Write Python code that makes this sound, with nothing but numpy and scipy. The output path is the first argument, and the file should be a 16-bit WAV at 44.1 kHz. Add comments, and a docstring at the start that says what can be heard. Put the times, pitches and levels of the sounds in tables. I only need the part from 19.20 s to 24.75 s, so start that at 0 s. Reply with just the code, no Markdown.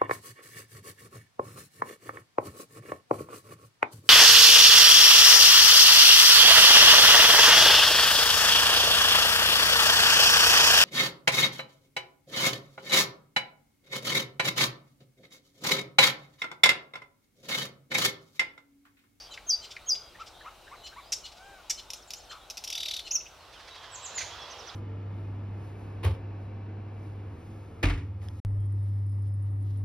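"""Nightingale in a thicket

A nightingale sings from a branch. Its syrinx gives sliding whistles, low hoots, soft two-voiced notes
and a fast rattle; slapping membranes, filtered by throat and beak, give harsh chips and dry clicks.
The thicket scatters the song, and other birds twitter far off over a faint hiss. Near the end the
thicket gives way to an open meadow, where a more distant bird whistles three times."""
import sys
import numpy as np
from scipy import signal
from scipy.fft import rfft, irfft, next_fast_len
from scipy.io import wavfile
from scipy.ndimage import uniform_filter1d

SR = 44100
rng = np.random.default_rng(int(sys.argv[2]) if len(sys.argv) > 2 else 0)


def int16_out(signal):
    """Quantize to a 16-bit WAV file."""
    q = np.round(np.clip(np.atleast_2d(signal).T, -1, 1) * 32767)
    wavfile.write(sys.argv[1], SR, q.astype(np.int16))


N = 244755
BAND_LIMIT_HZ = 15900


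def amp(db):
    """Decibels as an amplitude ratio."""
    return 10 ** (np.asarray(db) / 20)


def unit(x):
    """Normalisation to rms 1."""
    return x / np.sqrt(np.mean(x ** 2) + 1e-20)


def read(points, hz):
    """Linear interpolation on a log-frequency axis."""
    f, value = np.transpose(points)
    return np.interp(np.log(hz + 1), np.log(f + 1), value)


def add(mix, s, sound):
    """Superposition: a sound joins the mix at s seconds."""
    start = round(s * SR)
    sound = sound[max(-start, 0):]
    part = mix[max(start, 0):][:len(sound)]
    part += sound[:len(part)]


def colour(x, points):
    """Zero-phase filtering by a curve of (Hz, dB) points."""
    size = next_fast_len(len(x) + 512, True)
    gain = amp(read(points, np.fft.rfftfreq(size, 1 / SR)))
    return irfft(rfft(x, size) * gain, size)[:len(x)]


def progress(length):
    """Normalised time, 0 to 1, over a length in seconds."""
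    return np.linspace(0, 1, max(int(length * SR), 16))


def waver(size, hz):
    """Low-pass noise of rms 1, up to about hz."""
    span = max(int(SR / hz / 2), 1)
    smooth = uniform_filter1d(uniform_filter1d(rng.standard_normal(size), span), span)
    return smooth * np.sqrt(span * 3 / 2)


def phase_of(hz):
    """Phase is the integral of frequency."""
    return 2 * np.pi * np.cumsum(hz) / SR


def arch(u, start, middle, end):
    """A parabola through three pitches."""
    return np.polyval(np.polyfit([0, .5, 1], [start, middle, end], 2), u)


def swell(u, power):
    """A half-sine envelope, flatter at low powers."""
    return np.abs(np.sin(np.pi * u)) ** power


def series(start_s, gap_s, slowing_s, count):
    """Onset times whose gaps grow in arithmetic progression."""
    k = np.arange(count)
    return start_s + gap_s * k + slowing_s * k * (k - 1) / 2


def place(x, balance):
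    """Interaural level difference sets a sound left or right, band by band."""
    ears = zip(np.broadcast_to(x, (2, N)), (1, -1))
    return np.array([colour(ear, [(hz, sign * db / 2) for hz, db in balance]) for ear, sign in ears])


def glide(hz, jitter=.016):
    """Slight random frequency modulation makes a thin, unsteady tone."""
    phase = phase_of(hz * (1 + jitter * waver(len(hz), 250)))
    return np.sin(phase) * swell(np.linspace(0, 1, len(hz)), .24)


def whistle(hz, db, second_db=-33, third_db=-33, jitter=.003):
    """A nearly sinusoidal oscillation has only faint harmonics."""
    smooth_hz = uniform_filter1d(hz, size=180, mode="nearest")
    phase = phase_of(smooth_hz * (1 + jitter * waver(len(hz), 400)))
    tone = np.sin(phase) + amp(second_db) * np.sin(2 * phase) + amp(third_db) * np.sin(3 * phase)
    return tone * amp(db) * signal.windows.tukey(len(hz), .06)


def low_note(length, hz, start, end, rough):
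    """Random modulation roughens three harmonics; start and end are pitch ratios to hz."""
    u = progress(length)
    phase = phase_of(hz * arch(u ** 1.22, start, .99, end) * (1 + .2 * rough * waver(len(u), 900)))
    overtones = amp(-11) * np.sin(2 * phase) + amp(-25) * np.sin(3 * phase)
    tone = np.sin(phase) * swell(u, 1.12) + amp(-10 * rough) * overtones * swell(u, .27)
    return tone * (1 + (.13 + .23 * rough) * waver(len(u), 190))


def noise_bursts(rows, spectrum):
    """Filtered noise has no period, so its notes sound hoarse."""
    out = np.zeros(N)
    for s, length, db in rows:
        u = progress(length)
        add(out, s, amp(db) * unit(colour(rng.standard_normal(len(u)), spectrum)) * swell(u, .54))
    return out


def air(spectrum, coherence, patchy_db):
    """Partly coherent noise at the two ears, its spectrum drifting in slight patches."""
    frames, hz = N // 512 + 5, np.fft.rfftfreq(2048, 1 / SR)
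    a, b, c, d, patches = rng.standard_normal((5, frames, len(hz)))
    patches = unit(uniform_filter1d(uniform_filter1d(patches, size=10, axis=0), size=20, axis=1))
    same = read(coherence, hz)
    left = a + 1j * b
    right = same * left + np.sqrt(1 - same ** 2) * (c + 1j * d)
    spectra = np.array([left, right]) * amp(read(spectrum, hz) + patchy_db * patches)
    return unit(signal.istft(spectra.swapaxes(1, 2), nperseg=2048, noverlap=1536)[1][:, :N])


# Spectra of the air. Each row: frequency in Hz, relative density in dB.
THICKET_HISS = [(240, -26), (400, -9), (683, -3), (900, -5), (942, -8.5), (1240, -8), (1510, -9),
                (1690, -16.5), (2790, -11.5), (3410, -14.5), (3740, -10), (4770, -17), (15500, -29.5)]
THICKET_RUMBLE = [(12, -37), (20, -4.5), (49, 4), (81, -8), (107, -7), (146, -13), (262, -14.5),
                  (375, -9.5), (420, -16.5), (550, -52), (920, -120)]
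MEADOW_HISS = [(18, -59), (30, -32), (47, -23), (69, 4), (102, -5), (192, -16.5), (532, -4), (808, -3),
               (1110, -2), (2360, -11.5), (3320, -6), (4540, -12), (5590, -14), (8280, -30), (15500, -37.5)]
# Likeness of the two ears. Each row: frequency in Hz, coherence from 0 to 1.
THICKET_COHERENCE = [(60, 1), (180, 0.58), (550, 0.8), (1650, 0.88), (4970, 0.62), (15000, 0.28)]
MEADOW_COHERENCE = [(60, 1), (240, 0.9), (950, 1), (3770, 0.72), (15000, 0.24)]

def ambient_noise():
    """Steady broadband noise: hiss and rumble for the thicket, a louder hiss for the meadow."""
    hiss = amp(-54.5) * air(THICKET_HISS, THICKET_COHERENCE, patchy_db=1.6)
    rumble = amp(-60) * air(THICKET_RUMBLE, THICKET_COHERENCE, patchy_db=0)
    return hiss + rumble, amp(-44) * air(MEADOW_HISS, MEADOW_COHERENCE, patchy_db=1.55)


# An earlier whistle's echo. Each row: start in seconds, length in seconds, level in dB.
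ECHO = [(-0.12, .2, -46.5)]
# Its band. Each row: frequency in Hz, gain in dB.
ECHO_BAND = [(4400, -30), (4620, -3), (4850, -11), (6300, -21), (7000, -45)]

def dying_echo():
    """The reverberation of a whistle is narrow-band noise."""
    return noise_bursts(ECHO, ECHO_BAND)


def chatter(span_s, hz_range, length_range_s, db, count, bend=.2514, spread_db=6):
    """A random process: short bent notes, uniform in time, pitch and level."""
    out = np.zeros(N)
    for when, long, high, loud, first, last in rng.random(size=(count, 6)):
        u = progress(np.interp(long, [0, 1], length_range_s))
        contour = arch(u, 1 + bend * (first - .5), 1, 1 + bend * (last - .5))
        note = glide(np.interp(high, [0, 1], hz_range) * contour, jitter=.0354)
        add(out, np.interp(when, [0, 1], span_s), amp(db + spread_db * (loud - .5)) * note)
    return out


# Clear far notes. Each row: start and length in seconds, level in dB, first, middle and last pitch in Hz.
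TWITTER = [(0.274, 0.059, -56, 3170, 3310, 3220), (0.667, 0.031, -50, 3070, 3330, 3490),
           (.805, .13, -61, 3370, 3290, 3270), (1.835, 0.084, -58, 4480, 4950, 5020),
           (2.956, 0.035, -50.5, 7900, 6320, 8060), (4.182, .088, -60.5, 4350, 4150, 3730),
           (4.33, 0.063, -54, 3630, 3150, 2830), (4.5, 0.047, -51.5, 3940, 3840, 3800),
           (4.559, 0.09, -56, 3250, 3360, 3430), (5.183, .08, -46.5, 3370, 3370, 3400),
           (5.217, .022, -47.5, 5800, 5280, 5850), (5.492, .012, -42, 3350, 3470, 4600)]

def twitter():
    """Frequency glides of far birds: a few clear ones over faint chatter."""
    out = chatter((0, N / SR), (3196, 4290), (.0403, .14), db=-60, count=30)
    # a small bird answers with a burst of tiny high notes
    out += chatter((2.62, 3.05), (5200, 7400), (.01198, .0254), db=-55.5, count=9, bend=.4)
    for s, length, db, start, middle, end in TWITTER:
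        add(out, s, amp(db) * glide(arch(progress(length), start, middle, end), jitter=.018))
    return out


# Partials of a mewing call. Each row: harmonic number, relative level in dB.
MEW_PARTIALS = [(1, -3), (2, -0.5), (3, -10.5), (4, -14)]

def mew(start_s=2.17, length_s=.24, hz=804, level_db=-54):
    """A harmonic series on a slightly arched fundamental makes one far mewing call."""
    out = np.zeros(N)
    u = progress(length_s)
    phase = phase_of(hz * arch(u, .88, .99, .88) * (1 + .012 * waver(len(u), 200)))
    tone = sum(amp(level_db + db) * np.sin(k * phase) for k, db in MEW_PARTIALS)
    add(out, start_s, tone * swell(u, .18))
    return out


# Syllables. Each row: time of the top in seconds, top and final pitch in Hz, level in dB.
WARBLES = [(5.311, 6300, 5640, -46.5), (5.395, 5970, 5000, -47), (5.477, 6060, 4750, -45),
           (5.553, 6200, 4800, -50)]

def warbler(up_s=.014, down_s=.023):
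    """Frequency modulation by a far warbler: a soft flick up, then a slide that levels out."""
    out = np.zeros(N)
    t = np.arange(-up_s, down_s, 1 / SR)
    up, down = np.maximum(-t / up_s, 0), np.maximum(t / down_s, 0)
    for s, top_hz, low_hz, db in WARBLES:
        hz = top_hz * (1 - .26 * up ** 2) + (low_hz - top_hz) * np.sin(np.pi / 2 * down)
        add(out, s - up_s, amp(db - 6 * up) * glide(hz))
    return out


# Meadow chucks. Each row: start in seconds, level in dB.
CHUCKS = [(4.325, -54.5), (4.391, -51.5), (4.472, -49.5), (4.545, -49), (4.625, -51), (4.975, -36),
          (5.005, -36.5)]
# Their spectrum. Each row: frequency in Hz, gain in dB.
CHUCK_SPECTRUM = [(700, -28), (1400, -3.5), (2100, 6.5), (3000, -3), (4700, 1), (7000, -13.5), (8300, -19),
                  (9600, -17.5), (13000, -32), (16000, -42)]

def chucks(length_s=.027):
    """Noise with a formant near 2 kHz makes hoarse chucks."""
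    return noise_bursts([(s, length_s, db) for s, db in CHUCKS], CHUCK_SPECTRUM)


SCOOP_S = .0089  # a whistle starts flat and settles with this time constant
# Meadow whistles. Each row: start and length in seconds, top pitch in Hz, level in dB.
DROOPS = [(4.715, .05, 7990, -41), (4.82, 0.051, 7810, -38), (4.945, 0.053, 7225, -31)]

def droops(end_hz=5660):
    """Power-law sweeps: high whistles swell as they fall ever faster."""
    out = np.zeros(N)
    for s, length, top_hz, db in DROOPS:
        u = progress(length)
        scoop = 1 - .04 * np.exp(-u * length / SCOOP_S)
        hz = (top_hz + (end_hz - top_hz) * u ** 3.1) * scoop
        level = db + np.interp(u, [0, .68, 1], [-14, 0, -.5])
        add(out, s, whistle(hz, level, second_db=-36, third_db=-60, jitter=.006))
    return out


def scatter(x, near_t60, far_t60, far_db, same):
    """Multiple scattering: a quick burst from leaves, a longer faint tail from trees further off."""
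    t = np.arange(SR) / SR
    mid, side = rng.standard_normal((2, SR)) * (rng.random((2, SR)) < .15)
    # treble differs most between the ears
    side = colour(side, [(3000, -13), (6000, 2.5), (9000, 6), (13000, 10)])
    response = np.sqrt(1 + same) * mid + np.sqrt(1 - same) * np.array([side, -side])
    decay = amp(-60 * t / near_t60) + amp(far_db - 60 * t / far_t60)
    response *= decay * (1 - np.exp(-t / .001))
    incident = colour(x, [(1200, -1.5), (2600, -2), (3800, 5), (4800, 2.5), (5800, 1.5),
                          (6600, 2), (9000, 2), (14000, .5)])
    return signal.fftconvolve(incident[None], response / np.linalg.norm(response[0]), axes=1)[:, :N]


# Echoes from the nearest branches and the ground. Each row: delay in seconds, gain in dB.
REFLECTIONS = [(.0023, -16.5), (.0052, -12.5), (.0083, -12.5), (.0135, -22.5)]

def early_reflections(x):
    """Interference: delayed copies beat against a sliding whistle."""
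    out = np.zeros((2, N))
    for k, (delay, db) in enumerate(REFLECTIONS):
        add(out[k % 2], delay, amp(db) * x)
        add(out[1 - k % 2], delay, amp(db - 3) * x)
    return out


# Lone rasps. Each row: start and length in seconds, level in dB.
RASPS = [(.505, 0.023, -44), (.745, 0.017, -44.5), (.995, .034, -53), (1.06, 0.033, -50.5),
         (2.075, 0.018, -54), (2.117, 0.013, -52), (2.166, 0.024, -56)]
# The spectrum of a rasp. Each row: frequency in Hz, gain in dB.
RASP_SPECTRUM = [(1200, -37), (2200, -7), (3200, 3), (4300, -3), (5400, 2.5), (6800, -9.5), (8200, -13.5),
                 (9500, -25), (12500, -23), (16000, -36)]

def rasps():
    """Noise with two formants makes the nightingale's soft rasps."""
    return noise_bursts(RASPS, RASP_SPECTRUM)


def croak(pulse_s=.014, hz=1200, db=-45):
    """Temporal fusion: overlapping low pulses are heard as one croak."""
    out = np.zeros(N)
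    for s in series(start_s=3.115, gap_s=.0112, slowing_s=0, count=6):
        add(out, s, amp(db) * low_note(pulse_s, hz, start=1.08, end=.87, rough=.53))
    return out


# Tuts. Each row: start in seconds, level in dB, middle pitch in Hz.
TUTS = [(0.173, -37.5, 2110), (.564, -35, 2200), (3.11, -42, 1540)]

def tuts(length_s=.00825, fall=.267):
    """A falling tone only a dozen or so cycles long is heard as a tut."""
    out = np.zeros(N)
    for s, db, hz in TUTS:
        add(out, s, amp(db) * low_note(length_s, hz, 1 + fall, 1 - fall, rough=.41))
    return out


def pips(length_s=.022, hz=2770, first_db=-41, step_db=-1):
    """A train of tone bursts slows and fades under the flourish."""
    out = np.zeros(N)
    for k, s in enumerate(series(start_s=3.865, gap_s=.0413, slowing_s=.0043, count=5)):
        add(out, s, amp(first_db + k * step_db) * low_note(length_s, hz, start=.89, end=.95, rough=.41))
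    return out


# Hoots. Each row: start in seconds, level in dB, top pitch in Hz, roughness from 0 to 1.
HOOTS = [(.984, -40.5, 1336, 0.25), (1.243, -39, 1266, 0.44), (1.507, -40, 1214, 0.35),
         (1.757, -41, 1156, 0.19)]

def hoots(length_s=.056, grace_s=.023, lead_s=.04):
    """Low harmonic tones arch in pitch, each led in by a brief, higher grace note."""
    out = np.zeros(N)
    for s, db, hz, rough in HOOTS:
        add(out, s - lead_s, amp(db - 8.5) * low_note(grace_s, hz * 1.41, start=.78, end=.83, rough=.4))
        add(out, s, amp(db) * low_note(length_s, hz, start=.73, end=.73, rough=rough))
    return out


# Two-voiced notes. Each row: start and length in seconds, level in dB, lower and upper pitch in Hz.
DUETS = [(0.101, 0.047, -45.5, 3100, 4010), (0.413, 0.041, -45, 3103, 4170),
         (1.629, 0.049, -44, 2987, 4180), (2.033, 0.035, -43, 2976, 4190), (2.57, 0.031, -44, 3040, 4144),
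         (3.089, 0.039, -45.5, 3135, 4200), (3.842, 0.04, -44.5, 2990, 4160)]

def duets(jitter=.019, sag=.12, rasp_lead_s=.016, rasp_s=.022):
    """Nonlinear mixing of the syrinx's two sides gives sum tones; each note sags and ends in a rasp."""
    out = np.zeros(N)
    for s, length, db, low_hz, high_hz in DUETS:
        u = progress(length)
        bend = 1 - sag * u ** 8
        low, high = (np.sin(phase_of(hz * bend * (1 + jitter * waver(len(u), 600))))
                     for hz in (low_hz, high_hz))
        pair = low + high * swell(u, .94)
        mixed = pair + .31 * pair ** 2 + .054 * pair ** 3
        voice = colour(mixed, [(1000, -28), (2600, -5), (6000, 3.5), (9000, -4)])
        add(out, s, amp(db) * voice * swell(u ** 1.55, .44))
    endings = [(s + length - rasp_lead_s, rasp_s, db - 1) for s, length, db, _, _ in DUETS]
    return out + noise_bursts(endings, RASP_SPECTRUM)


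# Resonances of throat and beak. Each row: frequency in Hz, gain in dB.
VOCAL_TRACT = [(700, -48), (1500, -28.5), (2500, -9), (3400, -9), (4400, -10), (5200, -2.5), (5900, 0),
               (6500, -10.5), (7500, -16.5), (9000, -19), (12300, -17.5), (15500, -34)]

def membrane_pulses(length, start_hz, end_hz, rough, taper, smear=.35):
    """Source and filter: membranes slap in slowing, uneven pulses; throat and beak colour and smear."""
    u = progress(length)
    pitch = start_hz * (end_hz / start_hz) ** u * (1 + .026 * waver(len(u), 1500))
    phase = phase_of(pitch)
    pulses = sum(np.cos(k * phase + smear * k ** 2) * (k * pitch < BAND_LIMIT_HZ) for k in range(1, 24))
    drive = unit(pulses) + rough * rng.standard_normal(len(u))
    return unit(colour(drive, VOCAL_TRACT)) * signal.windows.tukey(len(u), taper)


# Click pairs. Each row: start in seconds, gap in seconds, level in dB.
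CLICKS = [(2.703, .0312, -31), (2.9052, 0.03, -31.5), (3.2997, 0.0063, -34), (3.371, .0064, -33),
          (3.439, 0.0064, -32)]

def clicks(length_s=.006, fade_db=-11):
    """Damped transients: a few milliseconds of pulses, dying from the first slap."""
    out = np.zeros(N)
    for s, gap, db in CLICKS:
        for at in (s, s + gap):
            click = membrane_pulses(length_s, 1492, 811, rough=.84, taper=.17)
            add(out, at, amp(db + fade_db * progress(length_s)) * click)
    return out


# Course of the rattle. Each row: time in seconds, tone level in dB, top pitch in Hz,
# snap level in dB, upper voice in Hz.
RATTLE_COURSE = [(3.476, -39.5, 3270, -29.5, 5630), (3.53, -31, 3576, -29, 4940),
                 (3.61, -28, 3880, -33.5, 4800), (3.74, -28, 3907, -30.5, 4530),
                 (3.794, -32, 3734, -36, 4430)]

def rattle(rise_s=.007, fall_s=.00312, end_hz=2000, snap_s=.008, trail_s=.0076, trail_db=-39):
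    """A train of chirps: each swells and rises, collapses with a snap and trails a faint upper voice."""
    out = np.zeros(N)
    t = np.arange(-rise_s, fall_s, 1 / SR)
    when, *course = np.transpose(RATTLE_COURSE)
    for s in series(start_s=3.476, gap_s=.0256, slowing_s=.00016, count=13):
        db, hz, snap_db, upper_hz = (np.interp(s, when, column) for column in course)
        pitch = np.interp(t, [-rise_s, -rise_s / 10, 0, fall_s], [.8 * hz, hz, hz, end_hz])
        phase = phase_of(pitch * (1 + .048 * waver(len(t), 900)))
        tone = np.sin(phase) + amp(-21) * np.sin(2 * phase) + amp(-22) * np.sin(3 * phase)
        envelope = amp(db + np.interp(t, [-rise_s, -rise_s / 10, fall_s], [-17, 1.5, -7]))
        add(out, s - rise_s, envelope * signal.windows.tukey(len(t), .15) * tone)
        snap = membrane_pulses(snap_s, 1400, 802, rough=.77, taper=.31)
        add(out, s - .0005, amp(snap_db - 14 * progress(snap_s)) * snap)
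        trail = glide(upper_hz * (1 - .055 * progress(trail_s)), jitter=.027)
        add(out, s + .005, amp(trail_db) * trail)
    return out


# Harsh chips. Each row: start in seconds, level in dB, length in seconds.
CHIPS = [(1.9203, -27.5, .017), (2.4962, -28, .019)]

def chips(start_hz=1600, end_hz=650, upper_db=-10):
    """Steep down-sweeps, loudest at the throat's resonances; a higher voice slides down with them."""
    out = np.zeros(N)
    formants = [(1500, 9.5), (2700, -2), (4200, -2), (5900, 4), (7500, 8.5), (10000, -2.5), (14000, -5)]
    for s, db, length in CHIPS:
        u = progress(length)
        sweep = colour(membrane_pulses(length, start_hz, end_hz, rough=.73, taper=.19), formants)
        upper_hz = arch(u, 7050, 6000, 5370) * (1 + .072 * waver(len(u), 1200))
        voices = unit(sweep) + amp(upper_db) * unit(np.sin(phase_of(upper_hz)))
        add(out, s, amp(db) * unit(voices * swell(u, .36)))
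    return out


# The whistle that ends the phrase. Each row: time in seconds, pitch in Hz, level in dB.
FLOURISH = [(3.906, 4360, -47), (3.913, 5830, -21.5), (3.920, 6660, -31), (3.927, 7000, -38),
            (3.936, 6720, -28), (3.9525, 6120, -28), (3.955, 5980, -15.5), (3.963, 5500, -27.5),
            (3.972, 5400, -32)]

def flourish():
    """Joint frequency and amplitude modulation: a whistle arches up and is loudest on the way down."""
    out = np.zeros(N)
    s, hz, db = np.transpose(FLOURISH)
    t = np.arange(s[0], s[-1], 1 / SR)
    add(out, s[0], whistle(np.interp(t, s, hz), np.interp(t, s, db), second_db=-28))
    return out


# Slurred whistles. Each row: time of mid-slide in seconds, high and low pitch in Hz, level in dB,
# hold in seconds, accent on the low note in dB.
SLURS = [(.303, 6546, 4676, -20, 0.038, -2.5), (.698, 6690, 4845, -22.5, .032, 10)]

def slurs(lead_s=.039, half_slide_s=.0093, accent_at_s=.025, accent_width_s=.0051):
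    """Glissando: a whistle swells on its high note, slides down in an S, holds and lets go."""
    out = np.zeros(N)
    rise_db_per_s, sag_db_per_s, release_db_per_s = 1050, 110, 1600
    for s, high_hz, low_hz, db, hold, accent_db in SLURS:
        t = np.arange(-lead_s, hold + .023, 1 / SR)
        slide_hz = low_hz + (high_hz - low_hz) * (1 - np.tanh(t / half_slide_s)) / 2
        scoop = 1 - .068 * np.exp((t[0] - t) / SCOOP_S)
        since_full = t + .0047  # full voice comes just before mid-slide
        rise_and_sag = np.minimum(rise_db_per_s * since_full, -sag_db_per_s * since_full)
        release = -release_db_per_s * np.maximum(t - hold, 0)
        accent = accent_db * np.exp(-((t - accent_at_s) / accent_width_s) ** 2)
        add(out, s + t[0], whistle(slide_hz * scoop, db + rise_and_sag + release + accent))
    return out


# Stereo balances. Each row: frequency in Hz, left minus right in dB.
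SINGER_BALANCE = [(1200, 1.5), (3700, 0.5), (4800, 2.6), (5900, -1.5), (9500, 3.5), (12500, -1)]
THICKET_BALANCE = [(60, 0.5), (240, 2), (950, 2.0), (3770, 0), (15000, 0.5)]
MEADOW_BALANCE = [(60, 3.0), (180, -0.5), (550, -2), (1650, -2), (4970, -5.5), (15000, 2.5)]
# The crossfade. Each row: time in seconds, share of the meadow from 0 to 1.
MEADOW_SHARE = [(4.05, 0.05), (4.3, 0.35), (4.6, 0.48), (5.0, 1), (5.5, 0.79)]

def scene():
    """Direct and scattered sound superpose; the background crossfades from thicket to meadow."""
    song = (slurs() + flourish() + chips() + clicks() + rattle() + duets()
            + hoots() + pips() + tuts() + croak() + rasps())
    scattered = amp(-4) * scatter(song, near_t60=.09, far_t60=.34, far_db=-6.5, same=.76)
    singer = place(song + early_reflections(song) + scattered, SINGER_BALANCE)
    far = twitter() + warbler() + mew() + dying_echo()
    far = far + amp(-5.5) * scatter(far, near_t60=.15, far_t60=.66, far_db=-14, same=.48)
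    calls = droops() + chucks()
    calls = calls + amp(-2) * scatter(calls, near_t60=.37, far_t60=.56, far_db=-15, same=.8)
    thicket_air, meadow_air = ambient_noise()
    share = np.interp(np.arange(N) / SR, *np.transpose(MEADOW_SHARE))
    thicket = place((1 - share) * (thicket_air + far), THICKET_BALANCE)
    meadow = place(share * (meadow_air + far) + calls, MEADOW_BALANCE)
    return singer + thicket + meadow


def record(dry):
    """Band limiting: the microphone loses the deepest bass, and a steep low-pass cuts the top treble."""
    thin = signal.sosfilt(signal.butter(2, 30, "highpass", fs=SR, output="sos"), dry)
    lowpass = signal.firwin(511, BAND_LIMIT_HZ, window=("kaiser", 9), fs=SR)
    return signal.oaconvolve(thin, lowpass[None], "same", axes=1)


dry = scene()
out = record(dry)
int16_out(out)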